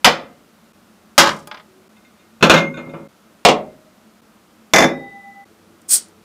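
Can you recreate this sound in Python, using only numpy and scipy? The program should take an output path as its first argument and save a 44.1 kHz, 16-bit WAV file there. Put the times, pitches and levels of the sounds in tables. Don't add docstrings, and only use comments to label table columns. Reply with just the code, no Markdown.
import sys
import numpy as np
from scipy import signal
from scipy.fft import rfft, irfft, next_fast_len
from scipy.io import wavfile

SR = 44100
rng = np.random.default_rng(int(sys.argv[2]) if len(sys.argv) > 2 else 0)


def transcribe(u):
    v = np.clip(np.atleast_2d(u).T, -1, 1)
    q = np.round(v * 32767).astype(np.int16)
    wavfile.write(sys.argv[1], SR, q)


N = 275184

CUTS = [.728, 1.887, 3.081, 4.213, 5.448]
# start in seconds, level in dB.
CRATE_CONTACTS = [(2.409, -33), (2.4262, -7)]
# start in seconds, level in dB, first gap in seconds, loss per contact in dB.
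CRATE_ROCKING = (2.497, -5, .042, 6.2)
# frequency in Hz, relative level in dB per Hz.
JET_SPECTRUM = [(100, -39), (500, -30.5), (2500, -25.5), (3900, -17), (4600, -10.5), (6800, -6.5),
                (8500, -2), (9800, -4.5), (10800, -10), (12500, -16), (14000, -9.5), (16000, -19)]


def amp(db):
    return 10 ** (np.asarray(db) / 20)


def unit(x):
    return x / np.sqrt(np.mean(x ** 2) + 1e-20)


def along(points, hz):
    f, v = np.transpose(points)
    return np.interp(np.log(hz + 1), np.log(f + 1), v)


def filtered(x, response):
    m = next_fast_len(len(x) + SR // 4)
    spectrum = rfft(x, m) * response(np.fft.rfftfreq(m, 1 / SR))
    return irfft(spectrum, m)[:len(x)]


def noise(response, size):
    return unit(filtered(rng.standard_normal(size), response))


def jet_noise(size):
    return noise(lambda hz: amp(along(JET_SPECTRUM, hz)), size)


def resonances(peaks, hz):
    return sum(amp(db) * 1j * hz * w / (c * c - hz * hz + 1j * hz * w) for c, w, db in peaks)


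def dying(x, t60_scale):
    # frequency in Hz, t60 in seconds at scale 1.
    room_decay = [(60, .35), (200, 0.89), (600, 0.41), (1400, 0.35), (3000, 0.28), (6000, 0.23),
                  (14000, 0.17)]
    hz, t, z = signal.stft(x, SR, nperseg=256)
    t60 = t60_scale * along(room_decay, hz)[:, None]
    fall = np.exp(-np.log(1000) * t / t60)
    return signal.istft(z * fall, SR, nperseg=256)[1][:len(x)]


def fade(t60):
    return np.exp(-np.log(1000) * np.arange(SR) / SR / t60)


def ring(modes, scatter_db, waver=.45, attack_s=.0005):
    out = np.zeros(SR)
    for hz, db, t60 in modes:
        t = np.arange(min(SR, int(1.5 * t60 * SR))) / SR
        strength, phase = rng.standard_normal(2)
        points = rng.standard_normal(36) + 1j * rng.standard_normal(36)
        echoes = np.interp(t, np.linspace(0, 1, 36), points)
        tone = (1 + waver * echoes) * np.exp(2j * np.pi * (hz * t + phase))
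        envelope = np.exp(-np.log(1000) * t / t60) * (1 - np.exp(-t / attack_s))
        out[:len(t)] += amp(db + scatter_db * strength) * envelope * unit(tone.real)
    return out


def add(track, s, sound):
    start = round(s * SR)
    later_cuts = [round(c * SR) for c in CUTS if c > s]
    end = min(later_cuts + [N, start + len(sound)])
    track[start:end] += sound[:end - start]


def chime(strikes, modes, waver):
    out = np.zeros(N)
    for s, db in strikes:
        add(out, s, amp(db) * ring(modes, scatter_db=1, waver=waver))
    return out


def rocking(rock, count):
    s, db, gap_s, loss_db = rock
    k = np.arange(count)
    gaps_s = gap_s * .92 ** k
    return list(zip(s + np.cumsum(gaps_s) - gaps_s, db - loss_db * k))


def room_tone(air_db, drone_db, near_db):
    # frequency in Hz, relative level in dB per Hz.
    air_spectrum = [(15, -70), (25, -39), (43, -19.5), (97, -13.5), (130, -17), (217, -1), (249, -13),
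                    (326, -7.5), (363, -13.5), (607, -14.5), (962, -17.5), (1330, -15.5), (1700, -21.5),
                    (14800, -34.5), (16000, -37.5)]
    drone_peaks = [(220, 27, 2.5), (337, 12, -14.5), (584, 20, -12.5), (1280, 50, -20)]
    near_peaks = [(93, 9.6, -2), (339.3, 10.5, 3), (426.4, 13.7, -1), (493, 20, -15)]
    air = noise(lambda hz: amp(along(air_spectrum, hz)), N)
    drone = noise(lambda hz: resonances(drone_peaks, hz), N)
    near = noise(lambda hz: resonances(near_peaks, hz), N)
    after_last_cut = np.arange(N) / SR > CUTS[-1]
    return amp(air_db) * air + amp(drone_db) * drone + amp(near_db) * near * after_last_cut


def hum(start_s, attack_s, level_db):
    out = np.zeros(N)
    swell = np.minimum(np.arange(SR) / SR / attack_s, 1)
    tone = noise(lambda hz: resonances([(377, 8, 0)], hz) ** 2, SR)
    add(out, start_s, amp(level_db) * swell * tone)
    return out


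def peanuts(start_s, span_s, level_db, fall_db, count):
    spectrum = [(1500, -13), (5500, 5), (9000, -2), (15000, -15.5)]
    out = np.zeros(N)
    for when, size in zip(np.linspace(0, 1, count), rng.standard_normal(count)):
        tick = noise(lambda hz: amp(along(spectrum, hz)), SR) * fade(.088)
        s = start_s + span_s * (when + rng.random() / count)
        add(out, s, amp(level_db - fall_db * when + 2.9 * size) * tick)
    return out


def wire():
    # start in seconds, level in dB.
    strikes = [(2.742, -34)]
    # frequency in Hz, relative level in dB, t60 in seconds.
    modes = [(1100, -10, .2), (1440, -4, .2), (1523, -4, .25)]
    return chime(strikes, modes, waver=.6)


def bottles(jolt_db, clink_db, carry_s, carry_span_s, carry_db, count):
    # start in seconds, level in dB before clink_db.
    clinks = [(2.5644, -9), (2.7414, -32), (2.7721, -25), (2.8944, -40)]
    # frequency in Hz, relative level in dB, t60 in seconds.
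    bottle_modes = [(1480, -3, .2), (2115, -3, .3), (2440, -6, .2), (2600, -8, .15), (2745, -8, .18),
                    (3563, -7, .13), (3690, -6, .13), (4145, -15, .12), (6400, -16, .12), (6900, -16, .12)]
    # frequency in Hz, level in dB, t60 in seconds.
    lasting_modes = [(2112, -24, .85), (2143, -28, .8), (6406, -36, .35)]
    carried = [(carry_s + carry_span_s * (k + chance / 2) / count, carry_db)
               for k, chance in enumerate(rng.random(count))]
    landings = CRATE_CONTACTS + rocking(CRATE_ROCKING, count=3)
    jolted = [(s, db + jolt_db) for s, db in landings]
    knocked = [(s, db + clink_db) for s, db in clinks]
    jingle = chime(carried + jolted + knocked, bottle_modes, waver=.6)
    return jingle + chime([(2.54, 0)], lasting_modes, waver=.4)


def gas_flow(seal_opens_s, drain_s, gas_db):
    u = np.maximum(np.arange(N) / SR - seal_opens_s, 0) / drain_s
    gap, pressure = u ** 2, np.exp(-u ** 3)
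    return amp(gas_db) * gap * pressure


def bottle_cap(whistle_db, flutter_db, room_db):
    # frequency in Hz, width in Hz, relative level in dB.
    whistles = [(8190, 24, 0), (8440, 16, 2), (8670, 60, -7), (9128, 16, -3), (9711, 24, -1)]
    # start in seconds, level in dB.
    ticks = [(5.8174, -47.5), (5.8925, -21), (6.085, -46.5)]
    flutter = noise(lambda hz: hz < 400, N)
    jet = jet_noise(N)
    whistle = noise(lambda hz: resonances(whistles, hz), N)
    flow = gas_flow(seal_opens_s=5.878, drain_s=.067, gas_db=-2)
    out = flow * amp(flutter_db * flutter) * unit(jet + amp(whistle_db) * whistle)
    for s, db in ticks:
        add(out, s, amp(db) * jet_noise(SR) * fade(.018))
    tail = dying(noise(lambda hz: 1 / (1 + (hz / 8000) ** 2), SR), t60_scale=.85)
    reverb = signal.fftconvolve(out, tail / np.linalg.norm(tail))[:N]
    return out + amp(room_db) * reverb


def set_down(contacts, knock, modes, crack_db, crack_t60, softening, boom_db, tilt_db, t60_scale,
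             boom_rise=0, dulling=0, shortening=0, soft_hz=np.inf, ripple_db=4):
    # frequency in Hz, relative level in dB, t60 in seconds.
    desk_modes = [(154.8, -9.5, 0.49), (167.5, -4.5, 0.14), (184, -13.5, 0.12), (209.5, -4.5, 0.39),
                  (252, -3.5, .35), (334, -4.5, .35), (435, -8.5, .3), (553.5, -2, 0.37)]
    out = np.zeros(N)
    grid_hz = np.geomspace(700, 16000, 170)
    ripple = ripple_db * np.clip(rng.standard_normal(len(grid_hz)), -1.5, 1.5)
    hardest_db = max(db for s, db in contacts)
    for s, db in contacts:
        lighter_db = hardest_db - db
        tilt = tilt_db - dulling * lighter_db
        scale = t60_scale * np.exp(-shortening * lighter_db)

        def colour(hz):
            level_db = along(knock, hz) + np.interp(hz, grid_hz, ripple, left=0)
            level_db = level_db + tilt * np.log2(1 + hz / 1000)
            return amp(level_db) / np.sqrt(1 + (hz / soft_hz) ** 8)

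        crack = amp(crack_db + softening * db) * noise(colour, SR) * fade(crack_t60 * scale)
        body = dying(noise(colour, SR), scale)
        boom = amp(boom_db + boom_rise * lighter_db) * ring(desk_modes, scatter_db=1.5, attack_s=.004)
        mode_tilt = .38 * dulling * lighter_db
        struck = [(hz, mode_db - mode_tilt * np.log2(1 + hz / 1000), t60) for hz, mode_db, t60 in modes]
        add(out, s, amp(db) * (crack + body + ring(struck, scatter_db=.37) + boom))
    return out


def plate():
    # start in seconds, level in dB.
    contacts = [(.0452, -6.5), (.075, -12.5)]
    # frequency in Hz, relative level in dB per Hz.
    knock = [(40, -20), (120, -25), (220, -4.5), (370, -10.5), (520, 1), (1100, 1.5), (1500, -1),
             (3100, -3.5), (6000, -12.5), (10000, -29.5), (16000, -35)]
    # frequency in Hz, relative level in dB, t60 in seconds.
    modes = [(484, -7, .16), (710, -20, .45), (935, -13, .2), (1130, -13, .25), (2077, -24, .45),
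             (2250, -14, .18), (2950, -11, .17), (3079, -11, .22), (4123, -17, .18)]
    return set_down(contacts, knock, modes, crack_db=9.5, crack_t60=.12, softening=.1, boom_db=-13,
                    tilt_db=2.3, t60_scale=1, boom_rise=-.8, dulling=1.5, shortening=.14)


def dish():
    # start in seconds, level in dB.
    contacts = [(1.1795, -0.5), (1.204, -14.5), (1.258, -19), (1.272, -18.5), (1.292, -21)]
    rim_contacts = [(1.473, -35)]
    # start in seconds, level in dB, first gap in seconds, loss per contact in dB.
    rock = (1.5135, -32, .0305, 3.7)
    # frequency in Hz, relative level in dB per Hz.
    knock = [(40, -20), (120, -19.5), (200, -13.5), (400, -9), (700, -4), (1200, 2), (2000, -4),
             (3300, -5.5), (6000, -10), (9000, -25.5), (16000, -31)]
    rim_knock = [(200, -8), (650, 3), (1300, -6), (4500, -12), (9000, -10), (16000, -15)]
    # frequency in Hz, relative level in dB, t60 in seconds.
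    modes = [(592, -10, .17), (624, -23, .35), (860, -10, .22), (1030, -11, .22), (1238, -11, .3),
             (1625, -13, .2), (2379, -19, .16), (3316, -25, .22), (4855, -21, .13)]
    landing = set_down(contacts, knock, modes, crack_db=4, crack_t60=.14, softening=.03, boom_db=-15,
                       tilt_db=2.7, t60_scale=.9, boom_rise=-.2, dulling=.24, shortening=.026)
    rim = set_down(rim_contacts, rim_knock, modes, crack_db=2, crack_t60=.14, softening=0, boom_db=-30,
                   tilt_db=0, t60_scale=.2)
    settling = set_down(rocking(rock, count=4), knock, modes, crack_db=3, crack_t60=.14, softening=0,
                        boom_db=-30, tilt_db=2.5, t60_scale=.32, dulling=.25, soft_hz=4400)
    return landing + rim + settling


def crate():
    # start in seconds, level in dB.
    wobble_contacts = [(2.772, -31.5), (2.87, -39), (2.937, -33.5), (2.995, -46)]
    # frequency in Hz, relative level in dB per Hz.
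    knock = [(40, -23), (110, -10), (170, -1.5), (350, -2.5), (550, 4.5), (800, -3), (1400, 1.5),
             (1900, -9), (2500, -6), (5000, -20.5), (6800, -24), (8500, -37.5), (16000, -45)]
    # frequency in Hz, relative level in dB, t60 in seconds.
    modes = [(156, -24, 1.1), (168, -7, .3), (247, -21, 1.0), (549, -23, .8), (1173, -13, .25),
             (2433, -15, .22), (3563, -26, .2)]
    landings = CRATE_CONTACTS + rocking(CRATE_ROCKING, count=3)
    landing = set_down(landings, knock, modes, crack_db=5, crack_t60=.22, softening=.2, boom_db=-5.5,
                       tilt_db=2.2, t60_scale=.76, boom_rise=-.7, dulling=.05)
    wobble = set_down(wobble_contacts, knock, modes, crack_db=-5, crack_t60=.22, softening=0, boom_db=-1.5,
                      tilt_db=-5.5, t60_scale=1.1, boom_rise=.5, dulling=1.3, soft_hz=3500)
    return landing + wobble


def hatchet():
    # start in seconds, level in dB.
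    contacts = [(3.4502, -4.4), (3.486, -11)]
    # frequency in Hz, relative level in dB per Hz.
    knock = [(40, -36.5), (120, -28), (200, -18), (370, -8), (620, 0), (1050, -6), (1450, -17.5),
             (3100, -13), (4500, -20), (7000, -23.5), (10000, -43), (16000, -47.5)]
    # frequency in Hz, relative level in dB, t60 in seconds.
    modes = [(440, -12, .2), (624, -19, .9), (636, -8, .2), (672, -11, .2), (765, -26, .5), (1022, -11, .2),
             (1087, -14, .2), (1141, -26, .42), (2088, -33, .48), (2734, -21, .15)]
    return set_down(contacts, knock, modes, crack_db=7.5, crack_t60=.15, softening=.1, boom_db=-17,
                    tilt_db=-.1, t60_scale=.77, boom_rise=1.6)


def glass():
    # start in seconds, level in dB, first gap in seconds, loss per contact in dB.
    rock = (4.7357, -7.5, .0249, 1.9)
    # frequency in Hz, relative level in dB per Hz.
    knock = [(40, -41), (115, -24.5), (200, -12), (450, -5.5), (700, -2), (1200, -13), (2100, -4.5),
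             (2900, -21.5), (4600, -22.5), (6200, -13.5), (8500, -31.5), (16000, -37)]
    # frequency in Hz, level in dB, t60 in seconds.
    modes = [(330, -10, .25), (667, -6, .24), (800, -9, .2), (2050, -8, .22), (3490, -10, .14),
             (3525, -6, .17), (5297, -19, .24), (5695, -16, .17), (6400, -8, .05), (10131, -22, .17),
             (11929, -28, .16)]
    bowl_modes = [(792, -45.5, 12), (800.8, -44.5, 12), (1974, -46, 3.3), (1998.6, -39, 3.3),
                  (3735, -40, .85)]
    landing = set_down(rocking(rock, count=6), knock, modes, crack_db=7.5, crack_t60=.056, softening=.1,
                       boom_db=-13, tilt_db=1, t60_scale=.88, boom_rise=.95, dulling=.4, shortening=.015)
    return landing + chime([(4.7605, 0)], bowl_modes, waver=.06)


def scene():
    background = room_tone(air_db=-52.8, drone_db=-58, near_db=-57)
    background += hum(start_s=1.635, attack_s=.04, level_db=-52.5)
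    nuts = peanuts(start_s=1.27, span_s=.15, level_db=-37.5, fall_db=17, count=14)
    clinks = bottles(jolt_db=-15, clink_db=-11, carry_s=1.9, carry_span_s=.42, carry_db=-57.5, count=3)
    cap = bottle_cap(whistle_db=-.5, flutter_db=1.4, room_db=-8.5)
    set_things = plate() + dish() + crate() + hatchet() + glass()
    return (background + nuts + wire() + clinks + cap + set_things)[None]


def record(dry):
    x = dry[0]
    clipped = x / (1 + np.abs(x / .88) ** 6) ** (1 / 6)
    t = np.arange(N) / SR
    dips = np.prod([1 - .85 * np.exp(-((t - c) / .0045) ** 4) for c in CUTS], axis=0)
    low_cut_hz, top_hz = 30, 15550

    def passband(hz):
        return 1j * hz / (low_cut_hz + 1j * hz) / (1 + (hz / top_hz) ** 150)

    return filtered(clipped * dips, passband)[None]


dry = scene()
out = record(dry)
transcribe(out)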